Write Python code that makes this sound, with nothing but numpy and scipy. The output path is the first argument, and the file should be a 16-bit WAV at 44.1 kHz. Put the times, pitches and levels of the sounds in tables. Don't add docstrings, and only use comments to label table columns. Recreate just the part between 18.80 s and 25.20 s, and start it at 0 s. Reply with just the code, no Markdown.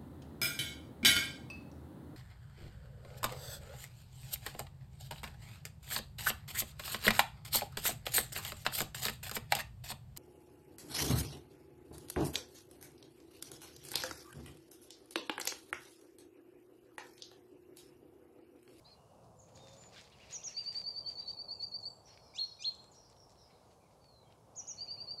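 import sys
import numpy as np
from scipy import signal
from scipy.fft import rfft, irfft
from scipy.io import wavfile
from scipy.ndimage import uniform_filter1d

SR = 44100
rng = np.random.default_rng(int(sys.argv[2]) if len(sys.argv) > 2 else 0)


def log_audio(samples):
    frames = np.atleast_2d(samples).T
    limited = np.clip(frames, -1, 1)
    pcm = np.round(limited * 32767).astype(np.int16)
    wavfile.write(sys.argv[1], SR, pcm)


def boost(x):
    u = np.asarray(x, float) / 20
    return 10 ** u


N = 282240

# frequency in Hz, level in dB per Hz.
TRAFFIC_COLOUR = [(28, -32.5), (50, -4), (120, -1), (290, -11.5), (500, -6.5), (734, -7), (1100, -13.5),
                  (1900, -33), (3500, -33), (5000, -29.5), (8000, -32.5), (11400, -33), (12000, -39),
                  (15800, -43)]
# time in seconds, tyre roar in dB, engine rumble in dB, breeze in leaves in dB.
ROAD_LEVELS = [(0.0, -64, -1, -0.5), (0.35, -65.5, -0.5, -1), (.6, -65.5, 0, -6), (0.8, -65, 7.5, 0.5),
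               (1.15, -65.5, 0.5, 1), (1.4, -67, 1.5, -3), (1.75, -65.5, 1, -3), (2.1, -65.5, 1, 1),
               (2.8, -66, -0.5, -4), (3.4, -67.5, -5.5, 2), (4.4, -67.5, -3.5, 0.5), (5.5, -68, -3, -0.5),
               (6.4, -65, 5.5, 2)]
# delay in seconds, level in dB.
WALL_ECHOES = [(.005, -17), (.015, -15.5), (.022, -16.5), (.028, -17), (.036, -23.5)]

# start in seconds, hold in seconds, crisp level in dB, soft level in dB.
RUSTLES = [(0.073, 0.076, -92, -81), (0.44, 0.018, -86, -97), (0.642, 0.15, -91, -84.5),
           (0.756, 0.37, -79.5, -79.5), (1.134, 0.082, -71.5, -66), (1.252, 0.021, -76.5, -75.5),
           (1.328, 0.078, -84, -75.5), (1.4, 0.08, -77.5, -73), (1.51, 0.033, -67, -68),
           (1.596, 0.11, -79, -74.5), (1.685, 0.034, -71.5, -65.5), (1.76, 0.12, -75.5, -75),
           (1.923, 0.067, -70.5, -70), (2.279, 0.047, -75.5, -80), (2.39, 0.028, -83, -75.5),
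           (2.484, .03, -80, -90), (2.05, 0.17, -83.5, -82.5), (2.823, .005, -76.5, -83),
           (3.005, .02, -79.5, -96), (3.274, 0.09, -84, -79.5), (4.142, 0.012, -77, -94),
           (4.297, 0.0085, -86, -85.5), (4.506, 0.013, -81.5, -88), (4.702, 0.014, -94, -81.5),
           (4.913, 0.013, -86, -84), (5.113, 0.014, -84.5, -82), (5.508, .01, -97, -83),
           (5.806, 0.506, -92, -85.5)]
# frequency in Hz, level in dB per Hz.
LEAF_COLOUR = [(2500, -30), (4200, -3.5), (7000, -8.5), (10000, -22.5), (15800, -31)]
# frequency in Hz, level in dB per Hz.
FEATHER_COLOUR = [(900, -9), (1500, -4.5), (2300, 1.5), (3700, -4), (5000, -2.5), (8000, -42)]
STIR_DB_PER_S, SETTLE_DB_PER_S = 600, 252

# time in seconds, crack level in dB, knock level in dB.
TICKS = [(3.5855, -58, -60), (0.7746, -63, -59), (0.8714, -67, -59.5), (0.8833, -65, -59),
         (0.9667, -66, -72), (1.0374, -64, -60), (1.2124, -56.5, -64), (1.386, -74, -61),
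         (1.2415, -67, -68), (1.2505, -71, -70), (1.4315, -72, -66), (1.171, -67, -66), (1.196, -66, -62),
         (1.1552, -62, -67), (1.136, -75, -66), (1.219, -74, -66), (4.125, -73, -87), (4.4952, -67, -69),
         (4.518, -70, -75), (4.5561, -79, -71), (4.3294, -80, -72), (4.366, -76, -70), (1.9726, -62, -74),
         (1.503, -64, -72), (1.5105, -58, -65), (1.6884, -76, -67), (1.7278, -76, -56), (1.9275, -53, -58),
         (1.9455, -59, -54.5), (1.9687, -62, -76), (1.991, -54, -74), (2.0162, -73, -56), (2.288, -61, -74),
         (2.4758, -61.5, -71), (2.5148, -77, -65), (2.8197, -57.5, -85), (3.3748, -82, -54.5),
         (3.92, -71, -70), (3.9504, -57.5, -88), (4.0422, -64, -68), (4.151, -66, -72), (4.3, -65, -81),
         (4.5044, -66.5, -81), (5.243, -89, -63), (5.5244, -88.5, -64)]
FAINT_TICK_TIMES = [0.443, 0.62, 0.69, 1.1093, 1.161, 1.3, 1.18, 1.196, 1.304, 2.1, 4.313, 1.4, 1.1, 1.3,
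                    1.3, 2.602, 2.916, 3.7683, 6, 4.9301, 6.4, 6]
FAINT_CRACK_DB, FAINT_KNOCK_DB = -70.5, -76.5
# start in seconds, length in seconds, pitch of the hollow in Hz, level in dB.
SCRAPES = [(1.14, 0.046, 1640, -63), (1.135, .045, 2300, -67), (1.154, 0.048, 3600, -57.5),
           (1.138, .05, 4330, -69), (1.201, .02, 2020, -68), (1.241, 0.029, 3780, -65.5),
           (1.308, .042, 3750, -68), (1.481, 0.034, 3950, -64), (1.54, .035, 3600, -62.5),
           (1.612, 0.032, 3450, -64), (1.773, .03, 3430, -65), (2.284, 0.03, 2600, -71),
           (2.48, 0.031, 3250, -70.5), (2.142, 0.076, 4200, -70.5), (4.321, 0.013, 4000, -70),
           (4.361, 0.013, 3700, -71.5)]
SLIPS_PER_S, HOLLOW_WIDTH, SLIP_SCATTER_DB = 1100, .26, 2.5

# start in seconds, length in seconds, lowest pitch in Hz, level in dB.
FAR_CALLS = [(3.238, 0.12, 5030, -61), (3.421, 0.13, 4860, -64.5), (3.618, 0.1, 5050, -60),
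             (4.143, 0.14, 5057, -63.5), (4.357, 0.091, 5070, -65.5), (4.573, 0.09, 4920, -65.5),
             (4.559, 0.055, 3840, -69), (4.698, 0.036, 3760, -66.5), (4.78, 0.26, 4130, -82.5),
             (4.998, 0.052, 2156, -75.5), (0.6, 0.078, 6400, -69), (0.79, 0.1, 6160, -72),
             (2.273, 0.13, 6300, -73.5), (2.699, 0.22, 6490, -74.5), (4.848, 0.13, 6030, -79.5)]
# share of length, share of pitch range, level in dB, share of lead-in.
FAR_SHAPE = [(0, 0.93, -3.5, 0.7), (.2, 0.93, -2, 0.64), (.5, .55, -5, 0.19), (.85, 0.059, -6.5, 0.1),
             (1, 0.12, -16, 0)]
FAR_FALL, FAR_LEAD_DB = 1.12, -2
# start in seconds, length in seconds, pitch in Hz, level in dB.
MURMURS = [(0.067, 0.059, 2470, -79), (.12, 0.27, 2864, -78.5), (.3, .24, 2620, -85),
           (2.521, 0.14, 2470, -79), (2.542, .1, 2690, -80), (2.723, .17, 2690, -76.5),
           (2.757, .07, 2460, -76), (2.88, 0.071, 2550, -84), (3.442, .09, 2360, -76.5),
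           (4.66, 0.14, 2226, -80), (5.2, 0.088, 2420, -81), (5.4, .2, 2260, -82), (5.585, .02, 5330, -78)]

# start in seconds, length in seconds, first Hz, last Hz, level in dB.
WHISTLES = [(0.567, .022, 7240, 7170, -70.5), (.586, .024, 7360, 6200, -70), (.725, 0.027, 7150, 7200, -75),
            (0.744, 0.022, 7100, 6400, -67), (0.884, 0.023, 7130, 6300, -66),
            (2.556, 0.085, 4100, 3980, -75), (5.966, .014, 4170, 4550, -65.5),
            (3.297, 0.052, 4350, 4200, -68), (2.874, 0.015, 7030, 6250, -70), (3, 0.042, 7400, 6360, -73),
            (3.03, 0.15, 7760, 7540, -74.5), (3.384, 0.13, 4450, 4080, -71), (3.881, 0.22, 7470, 7640, -77),
            (4.114, 0.024, 7220, 6240, -72), (.55, 0.455, 518.5, 551.3, -67.5),
            (5.455, 0.049, 3240, 3155, -76)]
SCOOP, SCOOP_SHARE, SCOOP_DB = 0.025, 0.13, -3
FADE_SHARE, FADE_DB = 0.05, -19
# time in seconds, pitch in Hz, level in dB.
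GLIDE = [(5.2, 4420, -80), (5.215, 4550, -74.5), (5.27, 4480, -72), (5.31, 4270, -71), (5.352, 4140, -74),
         (5.37, 4080, -73), (5.425, 3960, -73), (5.44, 3550, -84), (5.456, 3250, -85)]
# start in seconds, length in seconds, top pitch in Hz, last pitch in Hz, level in dB.
BOWS = [
    (0.761, 0.21, 3685, 3530, -69.5),
    (0.964, 0.14, 7130, 6880, -64.5),
    (2.213, 0.137, 3170, 3100, -75),
    (2.371, 0.19, 4010, 3820, -65),
]
# share of length, share of pitch, level in dB.
BOW_SHAPE = [(0, .94, -12), (.1, .972, -3), (.28, 1, 3), (.55, 1, 2), (.85, 1, -4), (1, 1, -11)]

# start in seconds, highest pitch in Hz, level in dB.
ARCHES = [(1.304, 2940, -67), (1.394, 2910, -63), (1.484, 2870, -63), (1.571, 2810, -63),
          (1.667, 2860, -63), (1.765, 2890, -58.5), (6.161, 2900, -66.5)]
# share of length, share of pitch range, level in dB, share of lead-in.
ARCH_SHAPE = [(0, 0, -4, 0), (.2, .4, -2, 0), (.38, .82, -1, 0), (.58, 1, 0, 0), (.75, .88, 0, 0),
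              (.9, .58, -1, 0), (1.02, .45, -6, 0)]
# start in seconds, highest pitch in Hz, level in dB.
LATE_ARCHES = [(5.803, 2990, -69), (5.885, 3020, -64.5), (5.972, 3040, -64), (6.060, 2970, -62.5),
               (1.858, 2950, -59.5), (6.261, 2930, -70)]
# share of length, share of pitch range, level in dB, share of lead-in.
LATE_ARCH_SHAPE = [(0, 0.12, -3, 0), (.2, 0.557, -7.5, 0), (.38, 0.82, -4, 0), (.6, 0.94, 1, 0),
                   (.9, .95, -6, 0), (1.05, .8, -10, 0), (1.2, 0.44, -14, 0)]
ARCH_S, ARCH_LOW_HZ = 0.0552, 2140

# time in seconds, strongest band in Hz, level in dB, upper bands in dB.
CHIRP = [(.044, 3680, -79, 4), (.062, 4040, -65.5, -1), (.088, 4210, -62.5, -10), (.117, 4370, -64, -6),
         (.132, 4120, -69, -2), (.15, 4060, -75, -3)]
CHIRP_STEP_HZ = 370

# time in seconds, pitch in Hz, level in dB.
FINCH_CALLS = [
    [(3.537, 2230, -63), (3.563, 2525, -58), (3.575, 3010, -51), (3.587, 3740, -38.5), (3.596, 4200, -34.5),
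     (3.606, 4310, -37), (3.632, 4228, -36.5), (3.652, 4340, -43), (3.66, 4290, -104)],
    [(3.791, 2396, -62), (3.822, 2422, -60), (3.835, 2875, -54), (3.847, 3580, -41), (3.857, 4200, -36),
     (3.864, 4247, -34.5), (3.888, 4237, -32), (3.897, 4220, -35.5), (3.905, 4370, -68.5)],
]
# multiple of pitch, level in dB.
RASP = [(1.5, -8), (2, 0), (2.5, -1), (3, -11), (3.5, -11), (4, -27)]
# pitch in Hz, level in dB.
RASP_FADE = [(2200, 2.5), (2500, 10.5), (2950, -1.5), (3600, -36), (4200, -74.5)]
RASP_LAG_S, RASP_LAG_DB = .009, -24
# multiple of pitch, level in dB.
RING = [(2, -36), (3, -34)]
RING_DB, RING_FADE_DB_PER_S = (-5, -8), 90

# start in seconds, highest pitch in Hz, lowest pitch in Hz, level in dB, lead-in in dB.
SLURS = [
    (1.516, 6890, 5630, -40, -9),
    (1.629, 6790, 5550, -38, -8),
    (5.753, 6960, 5660, -41, -18.5),
    (5.866, 6810, 5600, -40.5, -6.5),
]
# share of length, share of pitch range, level in dB, share of lead-in.
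SLUR_SHAPE = [(0.031, -0.91, -10, 1), (.155, 0.296, -3, 1), (.24, 0.914, 1.5, 0.42), (.31, 1, -2, 0.37),
              (0.421, .86, 0, 0.15), (0.701, 0.25, -1, 0), (.9, 0.02, 0, 0), (.95, -0.04, -17, 0),
              (1, -1.2, -15, 0)]
# share of length, share of pitch range, level in dB, share of lead-in.
FLICK_SHAPE = [(-.05, -1.3, -24, 0), (.03, -0.21, -25, 0), (.1, .6, -19, 0), (.16, 1.0, -21, 0),
               (.24, 1.15, -24, 0)]
SLUR_S = 0.06

# start in seconds, lowest pitch in Hz, level in dB, lead-in in dB.
TRILL = [(1.735, 4360, -35, -11), (1.834, 4446, -34, -10), (1.928, 4430, -34, -15), (2.034, 4405, -36, -1),
         (2.134, 4430, -36.5, -5), (2.241, 4390, -36.5, -9), (2.35, 4380, -37.5, 2),
         (2.455, 4346, -36.5, -4.5), (2.566, 4380, -38, -5), (2.678, 4260, -37, -10),
         (2.792, 4287, -35.5, -6.5), (2.911, 4274, -37, -9), (3.023, 4242, -37, -4), (5.973, 4350, -39, -9),
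         (6.07, 4380, -36.5, -5.5), (6.168, 4340, -40, -11), (6.264, 4330, -37.5, -6),
         (6.371, 4450, -33.5, -9)]
# share of length, share of pitch range, level in dB, share of lead-in.
TRILL_SHAPE = [(0, .65, -22, 1), (.1, .42, -4, 1), (.23, 0, -3, .6), (.32, .07, -12, .25),
               (.42, .27, -2, 0), (.6, .67, -1, 0), (.77, .93, -1, 0), (.91, 1, -3, 0), (1, .9, -24, 0)]
# share of length where it catches, swell to the end in dB, lift of the top in Hz.
VOICING = [(0.4, 4, 30), (.32, 3.5, 4), (0.22, 6.5, 10), (.3, 3, 12), (0.346, 4, 0.1), (0.24, 1.5, 0.1),
           (0.26, 3.5, 0.1), (0.29, 3, 0.1), (0.29, 0, 0.1), (.43, -6, 25), (0.51, -4.5, 25.4),
           (0.42, -5, 33), (.46, -2, 0.1), (0.45, -4, 64), (0.49, 0, 30), (0.49, -5, 27), (0.6, -1, 20),
           (0.71, -4, -120)]
TRILL_STARTS_S = 1.73, 5.96
TRILL_NOTE_S, TRILL_TOP_HZ = 0.0676, 4716
TIRING_S_PER_S, SAG_HZ_PER_S = 0.0044, 56


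def colour(x, points):
    hz, db = np.transpose(points)
    f = np.maximum(np.fft.rfftfreq(len(x), 1 / SR), 1)
    gain_db = np.interp(np.log(f), np.log(hz), db, left=-90, right=-90)
    return irfft(rfft(x) * boost(gain_db), len(x))


def unit(x):
    return x / np.sqrt(np.mean(x ** 2))


def walk(rate, count=N):
    k = int(SR / rate)
    held = np.repeat(rng.standard_normal(count // k + 1), k)
    return 1.73 * uniform_filter1d(uniform_filter1d(held, k), k)[:count]


def band(hz, kind, order=2):
    return signal.butter(order, hz, kind, fs=SR, output="sos")


def curves(rows):
    s, *columns = np.transpose(rows)
    i = np.arange(int(s[0] * SR), min(int(s[-1] * SR), N))
    return i, [uniform_filter1d(np.interp(i / SR, s, c), size=120, mode="nearest") for c in columns]


def add(out, i, hz, db, partials, wobble=0.0043, flicker_db=3.0, haste=150):
    unsteady_hz = hz * (1 + wobble * walk(haste, count=len(i)))
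    phase = 2 * np.pi * np.cumsum(unsteady_hz) / SR
    fade = signal.windows.tukey(len(i), min(1, 300 / len(i)))
    gain = np.sqrt(2) * boost(db + flicker_db * walk(0.586 * haste, count=len(i))) * fade
    for multiple, partial_db in partials:
        audible = multiple * hz < .4 * SR
        out[i] += gain * boost(partial_db) * audible * np.sin(multiple * phase)


def phrase(notes, shape, **unsteady):
    out = np.zeros(N)
    at, rise, shape_db, lead = np.transpose(shape)
    for s, length, low, top, db, lead_db in notes:
        note = [s + length * at, low + (top - low) * rise, db + shape_db + lead_db * lead]
        i, (hz, note_db) = curves(np.transpose(note))
        add(out, i, hz, note_db, [(1, -1.5), (2, -48.5)], **unsteady)
    return out


def garden(t60, direct_db, wet_db, late_db=-18):
    t = np.arange(SR) / SR
    decay = boost(-60 * t / t60) + boost(late_db - 60 * t / (3.2 * t60))
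    scatter = rng.standard_normal(SR) * decay * np.minimum(t / .004, 1)
    scatter = scatter * boost(2.2 * walk(130, count=SR))
    response = boost(wet_db) * scatter / np.sqrt(np.sum(scatter ** 2))
    response[0] = boost(direct_db)
    for delay, db in WALL_ECHOES:
        response[int(delay * SR)] += boost(db + direct_db)
    return response


def traffic():
    s, roar_db, rumble_db, breeze_db = np.transpose(ROAD_LEVELS)
    mean_db = np.mean(roar_db)
    t = np.arange(N) / SR
    roar = np.interp(t, s, roar_db)
    rumble = np.interp(t, s, mean_db + rumble_db)
    breeze = np.interp(t, s, mean_db + breeze_db)
    bands = [(95, "low"), ([95, 200], "band"), ([200, 1500], "band"), ([1500, 4100], "band"), (4100, "high")]
    deep, low, mid, leaves, high = (
        signal.sosfilt(band(hz, kind), colour(rng.standard_normal(N), TRAFFIC_COLOUR)) for hz, kind in bands)
    mix = deep * boost(mean_db - 1.0)
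    mix += low * boost(rumble + 1.0 * walk(9.3))
    mix += mid * boost(roar + 1.0 * walk(9))
    mix += leaves * boost(breeze + 1.2 * walk(5.91))
    mix += high * boost(mean_db + .4 * walk(3))
    return mix * boost(1.5) / np.std(mid)


def rustle():
    level_db = np.full((2, N), -120.)
    t = np.arange(N) / SR
    for s, hold, *peak_db in RUSTLES:
        below = STIR_DB_PER_S * np.maximum(s - t, 0) + SETTLE_DB_PER_S * np.maximum(t - s - hold, 0)
        level_db = np.maximum(level_db, np.array(peak_db)[:, None] - below)
    out = 0
    for db, spectrum, lift_db in zip(level_db, (LEAF_COLOUR, FEATHER_COLOUR), (7, 5)):
        size = boost(2.0 * np.minimum(rng.exponential(size=N), 4))
        specks = (rng.random(N) < 2500 / SR) * rng.standard_normal(N) * size
        grain = colour(unit(specks) + .9 * rng.standard_normal(N), spectrum)
        stir = np.sqrt(np.maximum(boost(db) ** 2 - boost(-93.5) ** 2, 0))
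        out = out + unit(grain) * stir * boost(lift_db + 2.27 * walk(60))
    return out


def ticks():
    out, t = np.zeros(N + 600), np.arange(600) / SR
    bright, dull = band([4200, 8500], "band", 3), band([1580, 4840], "band", 3)
    rows = TICKS + [(s, FAINT_CRACK_DB, FAINT_KNOCK_DB) for s in FAINT_TICK_TIMES]
    for (s, crack_db, knock_db), noise in zip(rows, rng.standard_normal((len(rows), 2, 600))):
        crack = boost(crack_db + 13.5) * signal.sosfilt(bright, noise[0] * np.exp(-t / 0.0009))
        knock = boost(knock_db + 12.0) * signal.sosfilt(dull, noise[1] * np.exp(-t / 0.0018))
        out[int(s * SR):int(s * SR) + 600] += crack + knock
    return out[:N]


def scrapes():
    out = np.zeros(N)
    for (s, length, hz, db), chance in zip(SCRAPES, rng.random((len(SCRAPES), 3, 4000))):
        size = int(length * SR)
        strength = boost(-SLIP_SCATTER_DB * np.log(chance[2] + 1e-3))
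        slips = (chance[0] < SLIPS_PER_S / SR) * (chance[1] - .5) * strength
        hollow = band([hz * (1 - HOLLOW_WIDTH / 2), hz * (1 + HOLLOW_WIDTH / 2)], "band")
        sound = signal.sosfilt(hollow, slips + .02 * (chance[1] - .5))[:size]
        out[int(s * SR):int(s * SR) + size] += unit(sound) * boost(db) * signal.windows.tukey(size, .6)
    return out


def far_birds():
    calls = [(s, length, low, low * FAR_FALL, db, FAR_LEAD_DB) for s, length, low, db in FAR_CALLS]
    murmurs = [(s, length, hz, hz, db, 0) for s, length, hz, db in MURMURS]
    calling = phrase(calls, FAR_SHAPE, wobble=0.03, flicker_db=3, haste=800) * boost(2)
    return calling + phrase(murmurs, FAR_SHAPE, wobble=.02, flicker_db=3, haste=400)


def whistles():
    out = np.zeros(N)
    for s, length, first, last, db in WHISTLES:
        i, (hz, level_db) = curves([
            (s, first * (1 - SCOOP), db + SCOOP_DB),
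            (s + length * SCOOP_SHARE, first, db),
            (s + length * (1 - FADE_SHARE), last + (first - last) * FADE_SHARE, db),
            (s + length, last, db + FADE_DB)])
        add(out, i, hz, level_db, [(1, 0)], wobble=0.0046, flicker_db=3, haste=220)
    i, (hz, level_db) = curves(GLIDE)
    add(out, i, hz, level_db, [(1, 0)], wobble=.004, flicker_db=2, haste=220)
    return out


def bows():
    out = np.zeros(N)
    at, share, shape_db = np.transpose(BOW_SHAPE)
    for s, length, top, last, db in BOWS:
        pitch = share * np.interp(at, [.28, 1], [top, last])
        i, (hz, level_db) = curves(np.transpose([s + length * at, pitch, db + shape_db]))
        add(out, i, hz, level_db, [(1, 0)], wobble=24 / top, flicker_db=2.5, haste=160)
    return out


def arches(rows, shape):
    notes = [(s, ARCH_S, ARCH_LOW_HZ, top, db, 0) for s, top, db in rows]
    return phrase(notes, shape, flicker_db=0.5)


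def chirp():
    out = np.zeros(N)
    i, (hz, db, upper_db) = curves(CHIRP)
    for number, band_db in enumerate((-1, upper_db - 1, upper_db - 4)):
        add(out, i, hz + number * CHIRP_STEP_HZ, db + band_db, [(1, 0)], wobble=.004, flicker_db=2.5)
    return out


def finch():
    voice, ring = np.zeros(N), np.zeros(N)
    for call, ring_db in zip(FINCH_CALLS, RING_DB):
        i, (hz, db) = curves(call)
        since = (i - i[0]) / SR
        rasp_db = np.interp(np.maximum.accumulate(hz), *np.transpose(RASP_FADE))
        rasp_db = rasp_db + RASP_LAG_DB * np.exp(-since / RASP_LAG_S)
        climb = np.clip(np.gradient(hz) * SR / 5e4, 0, 1)
        beat = 2 * np.pi * 140 * i / SR
        hz = hz * (1 + .035 * climb * np.sin(beat))
        db = db + 3 * climb - 7 * climb * (1 + np.cos(beat)) / 2
        partials = [(1, 0.021)] + [(m, d + rasp_db) for m, d in RASP]
        add(voice, i, hz, db, partials, wobble=0.0011 + 0.022 * climb, flicker_db=1.5, haste=330)
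        held_db = db - 14 * climb + ring_db - RING_FADE_DB_PER_S * since + 5
        add(ring, i, hz, held_db, RING, wobble=0.0024)
    throat = [(1000, 0), (6500, 0), (8000, -5), (9500, -20), (12000, -35), (22000, -40)]  # (Hz, dB)
    return colour(voice, throat) + ring


def slurs():
    notes = [(s, SLUR_S, low, top, db, lead_db) for s, top, low, db, lead_db in SLURS]
    falling = phrase(notes, SLUR_SHAPE, wobble=.003, flicker_db=.8)
    return falling + phrase(notes, FLICK_SHAPE, flicker_db=1.5)


def trill():
    out = np.zeros(N)
    at, rise, shape_db, lead = np.transpose(TRILL_SHAPE)
    for (s, low, db, lead_db), (catch, swell_db, lift_hz) in zip(TRILL, VOICING):
        sung = s - max(start for start in TRILL_STARTS_S if start < s)
        length = TRILL_NOTE_S - TIRING_S_PER_S * sung
        top = TRILL_TOP_HZ - SAG_HZ_PER_S * sung + lift_hz
        moved = np.interp(at, [0, .32, 1], [0, catch, 1])
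        voiced_db = shape_db + swell_db * (2 * moved - 1.4)
        shape = np.transpose([moved, np.interp(moved, at, rise), voiced_db, lead])
        out += phrase([(s, length, low, top, db, lead_db)], shape, wobble=.0015, flicker_db=.8)
    return out


def scene():
    distant, thicket, hedge = garden(.45, -10, -1.5), garden(.3, -4, -3.5), garden(.3, -2, -6)
    twigs, treetop = garden(.15, -.5, -13), garden(0.47, -0.74, -11.5)
    beside, close = garden(.4, -.5, -9, late_db=-26), garden(.36, -1, -10.5, late_db=-22)
    layers = [
        (ticks(), twigs), (scrapes(), twigs),
        (far_birds(), distant), (whistles(), hedge), (bows(), close),
        (arches(ARCHES, ARCH_SHAPE), treetop), (arches(LATE_ARCHES, LATE_ARCH_SHAPE), thicket),
        (chirp(), twigs), (finch(), beside), (slurs(), treetop), (trill(), close)]
    birds = sum(signal.fftconvolve(x, response)[:N] for x, response in layers)
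    return (traffic() + rustle() + birds)[None]


def top_cut(x):
    return signal.sosfilt(signal.butter(12, 15720, fs=SR, output="sos"), x)


def record(dry):
    return top_cut(dry)


dry = scene()
out = record(dry)
log_audio(out)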